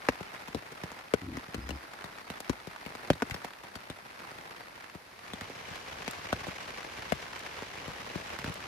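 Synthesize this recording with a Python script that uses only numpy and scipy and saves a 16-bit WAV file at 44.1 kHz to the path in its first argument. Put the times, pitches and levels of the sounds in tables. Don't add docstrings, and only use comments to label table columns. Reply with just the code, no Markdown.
import sys
import numpy as np
from scipy import signal
from scipy.fft import rfft, irfft, next_fast_len
from scipy.io import wavfile
from scipy.ndimage import uniform_filter1d

SR = 44100
rng = np.random.default_rng(int(sys.argv[2]) if len(sys.argv) > 2 else 0)


def waveform_to_disk(signal):
    frames = np.transpose(np.atleast_2d(signal))
    scaled = np.clip(frames, -1, 1) * 32767
    samples = np.round(scaled).astype(np.int16)
    wavfile.write(sys.argv[1], SR, samples)


N = 382347
SIZE = 4096
HZ = np.fft.rfftfreq(SIZE, 1 / SR)
AGE = np.arange(SIZE) / SR
TIME = np.arange(N) / SR
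LEAD_S = .002
SIDE = np.array([[1], [-1]]) / 2
# pitch_hz [Hz], coherence [-1 to 1]
SAME = [(60, 0.8), (280, 0.81), (650, 0.034), (1400, 0.011), (3100, 0.3), (7000, 0.013), (15000, 0.72)]


def rain(inside_db=2, outside_db=2.4, inside_ticks_db=-5, outside_ticks_db=-5.5,
         inside_wash_db=-.7, outside_wash_db=-1, wash_hiss_db=2, gust_db=1.3, gust_s=.07):
    # start_s [s], share [0-1]
    door_table = [(0, 0), (5.02, 0), (5.7, 1), (8.67, 1)]
    # [dB, relative]
    inside_colour = [(20, -36), (40, -6), (70, -6), (160, -5.5), (400, -3.5), (680, -2), (1300, -4.5),
                     (2000, -5), (3000, -13), (4600, -13), (7600, -23.5), (11000, -20), (15500, -29.5)]
    outside_colour = [(20, -43), (40, -0.5), (80, 1.5), (150, -0.5), (280, -1.3), (500, 1.7), (1100, -0.8),
                      (2100, -2.5), (3200, -7), (6000, -11.8), (8300, -22), (10500, -19), (13500, -24.5),
                      (15500, -37)]
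    # start_s [s], level_db [dB]
    inside_strength = [(0.0, -48), (1.04, -51), (3.46, -49.5), (3.6, -51), (4.33, -50), (4.8, -50.5)]
    outside_strength = [(5.7, -46.5), (5.91, -46), (7.62, -46.5), (7.78, -47.5), (8.2, -45.5), (8.67, -46.5)]

    wash_colour = [(400, -0.38), (1300, -0.81), (4500, wash_hiss_db), (12000, -0.12)]  # (Hz, dB)
    wash = evened(coloured(rng.standard_normal((2, N)), wash_colour))

    lull = swell(4.87, 0.31, rise_s=.07, fall_s=.07)
    gust_samples = max(round(gust_s * SR), 1)
    gusts = np.tanh(evened(uniform_filter1d(rng.standard_normal(N), gust_samples)))
    on_fabric = amp(-6 * lull) * amp(gust_db * gusts)

    inside = on_fabric * patter(550, 3.2) + amp(inside_wash_db) * wash
    inside = evened(coloured(paired(inside), inside_colour))
    inside = inside + amp(inside_ticks_db) * on_fabric * ticks(230, 3.2, top_db=-6)

    outside = on_fabric * patter(600, 3.1) + amp(outside_wash_db) * wash
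    outside = evened(coloured(paired(outside), outside_colour))
    door_ticks = ticks(300, 2.8, high_hz=3600, crisp=.9, top_db=-2.5)
    outside = outside + amp(outside_ticks_db) * on_fabric * door_ticks

    door = np.clip(curve(door_table), 0, 1)
    inside_gain = amp(inside_db + curve(inside_strength)) * (1 - door)
    outside_gain = amp(outside_db + curve(outside_strength)) * door
    return inside_gain * inside + outside_gain * outside


def patter(per_s, spread_db, flurry_db=3.2, soft_hz=8000, ring_s=0.0023, low_hz=650, high_hz=3100,
           sharpness=4.9, tick_share=0.71, count=36):
    out = np.zeros((2, N))
    flurries = np.tanh(evened(uniform_filter1d(rng.standard_normal(N), size=550)))
    for patch_hz in np.geomspace(low_hz, high_hz, count):
        chance = rng.random(N)
        drop_size = np.minimum(rng.exponential(1, N), 2.6)
        strength = amp(spread_db * drop_size + flurry_db * flurries)
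        hits = (chance < per_s / count / SR) * strength
        tick = splash(ring_s * rng.uniform(0.49, 1.9)) * chirp(rng.uniform(0, 1.975))
        tick = tick / np.sqrt(1 + (HZ / soft_hz) ** 2)
        tick = tick * (tick_share + ring(patch_hz, patch_hz / sharpness))
        tick = evened(irfft(tick)[:, :SIZE // 4])
        ear_gain = amp(rng.normal(0, 1.27, (2, 1)))
        out += signal.oaconvolve(hits[None], tick * ear_gain, axes=1)[:, :N]
    return evened(out)


def ticks(per_s, spread_db, top_db, low_hz=750, high_hz=2700, sharpness=1.3, crisp=.3,
          lag_s=.0005, pan_db=4, count=30):
    out = np.zeros((2, N))
    for patch_hz in np.geomspace(low_hz, high_hz, count):
        chance = rng.random(N)
        drop_size = np.minimum(rng.exponential(1, N), 2.5)
        hits = (chance < per_s / count / SR) * amp(spread_db * drop_size)
        side = SIDE * rng.uniform(-1, 1)
        ears = amp(side * pan_db) * np.exp(2j * np.pi * HZ * (side * lag_s - LEAD_S))
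        tick = irfft(ears * ring(patch_hz, patch_hz / sharpness) * (1 + crisp * splash(.002)))
        tick = evened(tick[:, :SIZE // 8])
        out += signal.oaconvolve(hits[None], tick, axes=1)[:, :N]
    treble = [(2200, 0), (3200, top_db), (6000, top_db), (14000, top_db - 11)]  # (Hz, dB)
    return evened(coloured(out, treble))


def drips(big_db=-3.5, lesser_spread_db=7, count=22):
    # start_s [s], travel_ms [ms], thud_db, pat_db, snap_db [dB, before the trim big_db],
    # ring_hz of the struck panel [Hz], pan_db left over right [dB]; the heaviest also have
    # knock_hz of a second mode [Hz], seam_ms delay of the wave back from the nearest seam [ms],
    # seam_share of that wave [signed ratio]
    drip_table = [(0.0864, 0.54, -27, -21.5, -21, 1950, 3, 430, 4.07, -.39),
                  (0.206, 2.6, -37, -35, -52, 800, 3), (0.481, 2.3, -42, -42, -46, 980, 3.5),
                  (0.5465, 0.87, -31.6, -27.6, -42, 5400, 6.5, 3330, 5.35, .4),
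                  (0.558, 2.4, -35, -38, -59, 450, 4), (0.8355, 0.81, -32, -35, -40, 2700, -3),
                  (0.9165, .5, -51, -44, -45, 900, 0),
                  (1.1375, 0.23, -28, -25, -26, 660, 7, 440, 1.16, -.48),
                  (1.3692, 2.7, -32, -39, -42, 2120, 3.5, 260, 2, .3),
                  (1.484, 0.43, -40, -50, -65, 300, -1), (1.544, 0.47, -33, -36.5, -37, 540, 4),
                  (1.69, 3.2, -34, -41, -40, 560, 8), (1.7056, 2.95, -37, -36.5, -39, 2860, 5),
                  (2.041, 1.3, -41, -40.5, -41.5, 1900, 3.5), (2.301, 1.05, -34.5, -38, -37, 2650, -1.5),
                  (2.403, 1.26, -50, -43, -46, 700, 6),
                  (2.4953, 1.3, -21, -29.5, -33, 250, 7.5, 5880, 2.06, .5),
                  (2.671, 2, -39, -35, -47, 2350, 5.5), (2.862, 0.36, -39, -38.5, -44, 2240, 7),
                  (2.951, 0.97, -50, -42.5, -42.5, 560, 3),
                  (3.102, 0.22, -16, -20, -21, 2970, 1.5, 570, .97, -.36),
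                  (3.132, 1.4, -33, -45, -43, 3830, -1),
                  (3.221, 0.38, -38, -25.5, -30.5, 200, 2.5, 1540, 5.55, .7),
                  (3.298, 0.29, -49, -43.5, -43, 820, 5), (3.3088, 4.1, -25.5, -57, -34.5, 2180, 3),
                  (3.3425, 2.56, -36, -38, -35.5, 3440, 4), (3.4463, 0.47, -44, -37.5, -37, 800, -2),
                  (3.754, 4.7, -37.5, -45, -39, 4480, 6), (3.9, .28, -34, -37.5, -42, 3520, 1.5),
                  (4.949, 2.7, -39.5, -44.5, -59, 298, 4), (5.3343, 0.45, -34.5, -38, -40, 3400, 2.5),
                  (5.4091, 4.8, -34.5, -43, -37.5, 1740, 0), (5.497, 3, -50, -39, -52, 480, -2),
                  (5.7053, 4, -38, -56, -59, 250, 4), (6.0784, 0.35, -38, -33.5, -32, 2500, 4),
                  (6.3276, 0.59, -27.5, -26.3, -29, 1550, 3.5, 660, 2.27, -.26),
                  (6.468, 0.75, -49, -38, -43, 670, -4), (6.478, 2.2, -37, -41, -50, 300, 7),
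                  (7.1214, 0.28, -29.5, -27.5, -28, 2120, 8, 650, 2.3, -.55),
                  (7.62, 2.2, -43, -38, -54, 450, -2), (7.878, 1.7, -32, -41.5, -45, 560, 4),
                  (8.156, 0.54, -32, -34, -49, 332, 7.5), (8.388, 1.27, -36, -48, -37, 1040, -2.5),
                  (8.4427, 0.9, -29.5, -36, -36.5, 1430, 0.5), (8.475, 1.3, -27.5, -46, -48, 250, -2),
                  (8.494, 1.3, -31, -50, -49, 250, 3)]
    parts = np.zeros((4, 2, N))
    for k, row in enumerate(drip_table):
        start_s, travel_ms, thud_db, pat_db, snap_db, ring_hz, pan_db, *knock_and_seam = row
        spray_db = -20.5 + 0.61 * snap_db
        band_db = np.array([thud_db, pat_db, snap_db, spray_db]) + big_db
        sound = drip(travel_ms, band_db, ring_hz, pan_db, *knock_and_seam)
        add(parts[k % len(parts)], start_s - LEAD_S, sound)
    lesser_db = np.array([-57, -59, -64, -63])
    for when, far, drop_size, panel, place in rng.random((count, 5)):
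        band_db = lesser_db + lesser_spread_db * drop_size
        sound = drip(1 + 5 * far, band_db, 400 + 700 * panel, 9 * (place - .5))
        add(parts[0], when * N / SR, sound)
    return parts


def drip(travel_ms, band_db, ring_hz, pan_db, knock_hz=0, seam_ms=0, seam_share=0,
         ring_gain=1.64, width_hz=220, knock_gain=1.3, knock_width=.25, spray_hz=2000,
         spray_s=0.0015, top_db=-9, lag_s=.00004):
    band_edges_hz = [50, 250, 900, 3000, 15000]
    # [dB, relative]
    radiation = [(20, -42), (45, -13), (70, -4.5), (110, -2), (170, 0), (260, 1), (400, 0)]

    edges = np.array(band_edges_hz)
    centres = np.sqrt(edges[1:] * edges[:-1])
    density_db = band_db - 10 * np.log10(np.diff(edges))
    bands = [*zip(centres, density_db), (edges[-1], density_db[-1] + top_db)]
    colour = amp(read(bands, HZ)) * amp(read(radiation, HZ))
    panel_gain = ring_gain * np.sqrt(ring_hz / centres[2])
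    colour = colour * (1 + panel_gain * ring(ring_hz, width_hz))
    if knock_hz:
        colour = colour * (1 + knock_gain * ring(knock_hz, knock_width * knock_hz))

    wet = HZ ** 2 / (HZ ** 2 + spray_hz ** 2)
    there_and_back = chirp(travel_ms) + seam_share * chirp(travel_ms + seam_ms)
    spray = splash(spray_s * (1 + 0.29 * abs(travel_ms)))
    wave = np.sqrt(1 - wet) * there_and_back + np.sqrt(wet) * spray
    ears = amp(SIDE * pan_db) * np.exp(2j * np.pi * HZ * SIDE * pan_db * lag_s)
    return irfft(colour * wave * ears) * SR * np.sqrt(.01 / 2)


def chirp(travel_ms, cycles=1.096, knee_hz=25, reference_hz=300):
    hz = HZ + knee_hz
    travel_s = max(travel_ms, 0) / 1000
    delay_s = cycles / hz + travel_s * np.cbrt(reference_hz / hz)
    return np.exp(-2j * np.pi * (np.cumsum(delay_s) * HZ[1] + LEAD_S * HZ))


def splash(decay_s, rise_s=0.00047):
    age = np.maximum(AGE - LEAD_S, 0)
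    envelope = (1 - np.exp(-age / rise_s)) * np.exp(-age / decay_s)
    burst = rng.standard_normal((2, SIZE)) * envelope
    return rfft(burst / np.linalg.norm(burst, axis=1, keepdims=True))


def tent(x):
    # pitch_hz [Hz], t60_s [s]
    t60_table = [(60, .13), (150, .05), (400, .035), (1500, .04), (5000, .03), (14000, .03)]
    # [dB, relative]
    ring_strength = [(60, -4), (150, 1), (400, -7.5), (1500, -5), (5000, 3.5), (14000, -1)]
    length = SIZE * 2
    taps = rng.standard_normal((2, length)) * (rng.random((2, length)) < .15)
    taps *= np.arange(length) / SR > .003
    hz, t, z = signal.stft(taps, SR, nperseg=256)
    same = np.clip(read(SAME, hz), -1, 1)[:, None]
    z[1] = same * z[0] + np.sqrt(1 - same ** 2) * z[1]
    decay_s = read(t60_table, hz)[:, None] / np.log(1000)
    strength = amp(read(ring_strength, hz)[:, None])
    z *= strength * np.exp(-t / decay_s) / np.sqrt(decay_s * SR / 2)
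    tail = signal.istft(z, SR, nperseg=256)[1] / taps.std()
    return x + signal.fftconvolve(x, tail, axes=1)[:, :N]


def pats(pat_db=-1.2, sharpness=1.1, scatter=1.6, scatter_s=.003, soft_hz=4000):
    pat_table = [(0.0512, -42.9, 1290.0, 6), (0.0675, -42.2, 1350.0, 5), (0.1558, -42.6, 1200.0, 5),
                 (0.2298, -41.6, 1600.0, 3), (0.3477, -43.0, 940.0, 6), (0.7771, -44.4, 1340.0, 2),
                 (0.8767, -43.9, 1120.0, -1), (0.9895, -43.4, 1600.0, 1), (1.0097, -44.8, 1290.0, 4),
                 (1.216, -41.2, 1310.0, 1), (1.9351, -40.1, 1090.0, 4), (1.9892, -42.7, 1220.0, -2),
                 (2.0218, -43.0, 1260.0, -1), (2.4465, -44.0, 1560.0, 2), (2.5308, -41.3, 1030.0, 4),
                 (2.601, -43.1, 1200.0, 3), (2.7615, -37.8, 940.0, -5), (3.2011, -43.3, 1280.0, 6),
                 (3.5065, -44.5, 1390.0, 0), (3.5344, -43.6, 1560.0, 1), (4.2033, -44.2, 1260.0, 1),
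                 (4.4109, -44.2, 1500.0, -4), (4.5639, -44.5, 1280.0, -2), (4.7776, -44.7, 930.0, -3),
                 (4.8072, -45.4, 1470.0, 0), (4.8426, -40.7, 1360.0, -5), (4.8981, -44.4, 1600.0, -1),
                 (4.9491, -46.3, 1040.0, -1), (5.1913, -45.9, 1680.0, 0), (5.2634, -45.7, 1320.0, -4),
                 (5.2798, -43.6, 1770.0, 2), (5.3023, -44.3, 1370.0, -1), (5.7365, -40.5, 1240.0, 1),
                 (5.7561, -39.5, 1830.0, 0), (6.1335, -39.5, 1610.0, 2), (6.6072, -39.1, 1250.0, -3),
                 (6.705, -39.5, 1360.0, 0), (6.8064, -40.2, 1250.0, 1), (6.8297, -40.0, 1340.0, -3),
                 (7.0217, -39.2, 1700.0, -1), (7.1005, -39.5, 1660.0, 1), (7.3638, -39.1, 1260.0, -4),
                 (7.4627, -38.7, 1280.0, -3), (7.6223, -39.6, 970.0, -2), (7.917, -40.5, 1310.0, 2),
                 (8.2929, -39.8, 1520.0, 0), (8.3633, -38.6, 1070.0, 2), (8.4779, -40.4, 1280.0, 0),
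                 (8.5235, -40.5, 1310.0, 3), (8.6048, -39.4, 1270.0, 1)]
    out = np.zeros((2, N))
    for start_s, level_db, pitch_hz, pan_db in pat_table:
        blow = np.exp(-2j * np.pi * HZ * LEAD_S) + scatter * splash(scatter_s)
        blow = blow * ring(pitch_hz, pitch_hz / sharpness)
        blow = blow / np.sqrt(1 + (HZ / soft_hz) ** 2)
        add(out, start_s - LEAD_S, tap(blow, level_db + pat_db, pan_db))
    return out


def spits(decay_s=.0025, sharpness=.9, soft_hz=12000):
    spit_table = [(1.544, -46, 6000, 5), (1.937, -53, 4000, 0), (2.403, -41, 5000, 5),
                  (6.11, -39.5, 7000, 0), (7.392, -45, 5000, 1), (8.54, -45, 7000, 0)]
    out = np.zeros((2, N))
    for start_s, level_db, pitch_hz, pan_db in spit_table:
        spray = splash(decay_s) * ring(pitch_hz, pitch_hz / sharpness)
        spray = spray / np.sqrt(1 + (HZ / soft_hz) ** 2)
        add(out, start_s - LEAD_S, tap(spray, level_db, pan_db))
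    return out


def tap(spectrum, db, pan_db):
    blow = irfft(spectrum * amp(SIDE * pan_db))
    energy = np.mean(np.sum(blow ** 2, axis=1))
    return amp(db) * blow * np.sqrt(.005 * SR / energy)


def shudder(slips_per_s=85, unevenness=.6, sway_hz=68, wander=0.094):
    shudder_table = [(1.215, .115, -42.5, -51), (1.341, .019, -42, -46), (1.557, .046, -40, -44),
                     (1.61, .08, -50, -43.5), (1.70, .062, -45, -42)]
    # [dB, relative]
    thump_colour = [(40, -27), (85, 2), (150, -4.5), (300, -0.5), (450, -19), (1200, -59)]
    drift, sag = evened(uniform_filter1d(rng.standard_normal((2, N)), size=500))
    slip_rate = slips_per_s * np.exp(unevenness * drift)
    slips = np.diff(np.floor(np.cumsum(slip_rate) / SR), prepend=0)
    jerks = evened(coloured(slips - slips.mean(), thump_colour))
    sway = evened(np.sin(2 * np.pi * np.cumsum(sway_hz * np.exp(wander * sag)) / SR))
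    out = np.zeros(N)
    for start_s, length_s, jerks_db, sway_db in shudder_table:
        build = np.clip((TIME - start_s) / .025, 0, 1)
        swaying = build * np.exp(-np.maximum(TIME - start_s - length_s, 0) / .018)
        jerking = swell(start_s, length_s, rise_s=.008, fall_s=.008)
        out += amp(jerks_db) * jerking * jerks + amp(sway_db) * swaying * sway
    return out * amp([[1], [-1]])


def whistle(lowest_hz=5000, lowest_s=1.6, bend_hz_per_s2=2200, edge_s=.012):
    whistle_table = [(1.42, .045, -69), (1.48, .045, -66), (1.565, .026, -63), (1.605, .04, -61),
                     (1.662, .025, -64), (1.725, .045, -64)]
    hz = lowest_hz + bend_hz_per_s2 * (TIME - lowest_s) ** 2
    level = np.zeros(N)
    for start_s, length_s, level_db in whistle_table:
        level += amp(level_db) * swell(start_s, length_s, edge_s, edge_s)
    return blurred(hz, clean=1.8, smear_s=.015) * level


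def cheeps():
    cheep_table = [(.26, .045, 3150, 2850, -60), (.34, .035, 2850, 3700, -61),
                   (.365, .028, 3780, 3820, -61), (2.12, .1, 3600, 4400, -66), (2.2, .09, 4450, 4470, -66),
                   (2.33, .04, 3450, 3500, -60), (4.6, .06, 4620, 4570, -66), (4.92, .03, 4550, 4550, -65),
                   (5.22, .04, 4500, 4520, -65)]
    out = np.zeros((2, N))
    for start_s, length_s, from_hz, to_hz, level_db in cheep_table:
        along = np.linspace(0, 1, max(round(length_s * SR), 2))
        envelope = np.sqrt(np.sin(np.pi * along).clip(0))
        tone = blurred(from_hz + (to_hz - from_hz) * along)
        add(out, start_s, amp(level_db) * envelope * tone)
    return out


def blurred(hz, clean=.9, smear_s=.012):
    smear_samples = max(round(smear_s * SR), 1)
    paths = uniform_filter1d(rng.standard_normal((2, 2, len(hz))), smear_samples)
    carrier = np.exp(2j * np.pi * np.cumsum(hz) / SR)
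    return evened((carrier * (clean + evened(paths[0]) + 1j * evened(paths[1]))).real)


def ring(hz, width_hz):
    return 1j * HZ * width_hz / (hz ** 2 - HZ ** 2 + 1j * HZ * width_hz)


def swell(start_s, length_s, rise_s, fall_s):
    age = TIME - start_s
    return np.clip(age / rise_s, 0, 1) * np.clip(1 - (age - length_s) / fall_s, 0, 1)


def paired(x):
    size = next_fast_len(N + SIZE)
    a, b = rfft(x, size)
    same = np.clip(read(SAME, np.fft.rfftfreq(size, 1 / SR)), -1, 1)
    mid = a * np.sqrt((1 + same) / 2)
    side = b * np.sqrt((1 - same) / 2)
    return irfft(np.array([mid + side, mid - side]), size)[:, :N]


def coloured(x, points):
    size = next_fast_len(N + SIZE)
    gain = amp(read(points, np.fft.rfftfreq(size, 1 / SR)))
    return irfft(rfft(x, size) * gain, size)[..., :N]


def read(points, hz):
    f, value = np.transpose(points)
    return np.interp(np.log(hz + 1), np.log(f + 1), value)


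def curve(rows, column=1):
    rows = np.asarray(rows)
    return np.interp(TIME, rows[:, 0], rows[:, column])


def add(mix, s, sound):
    part = mix[:, max(round(s * SR), 0):][:, :sound.shape[1]]
    part += sound[:, :part.shape[1]]


def amp(db):
    return 10 ** (np.asarray(db) / 20)


def evened(x):
    return x / np.sqrt(np.mean(x ** 2) + 1e-20)


def scene():
    roof = sum(tent(part) for part in drips())
    return rain() + roof + pats() + spits() + shudder() + whistle() + cheeps()


def record(dry):
    low_pass = signal.firwin(511, 15500, window=("kaiser", 9), fs=SR)
    return signal.oaconvolve(dry, low_pass[None], "same", axes=1)


dry = scene()
out = record(dry)
waveform_to_disk(out)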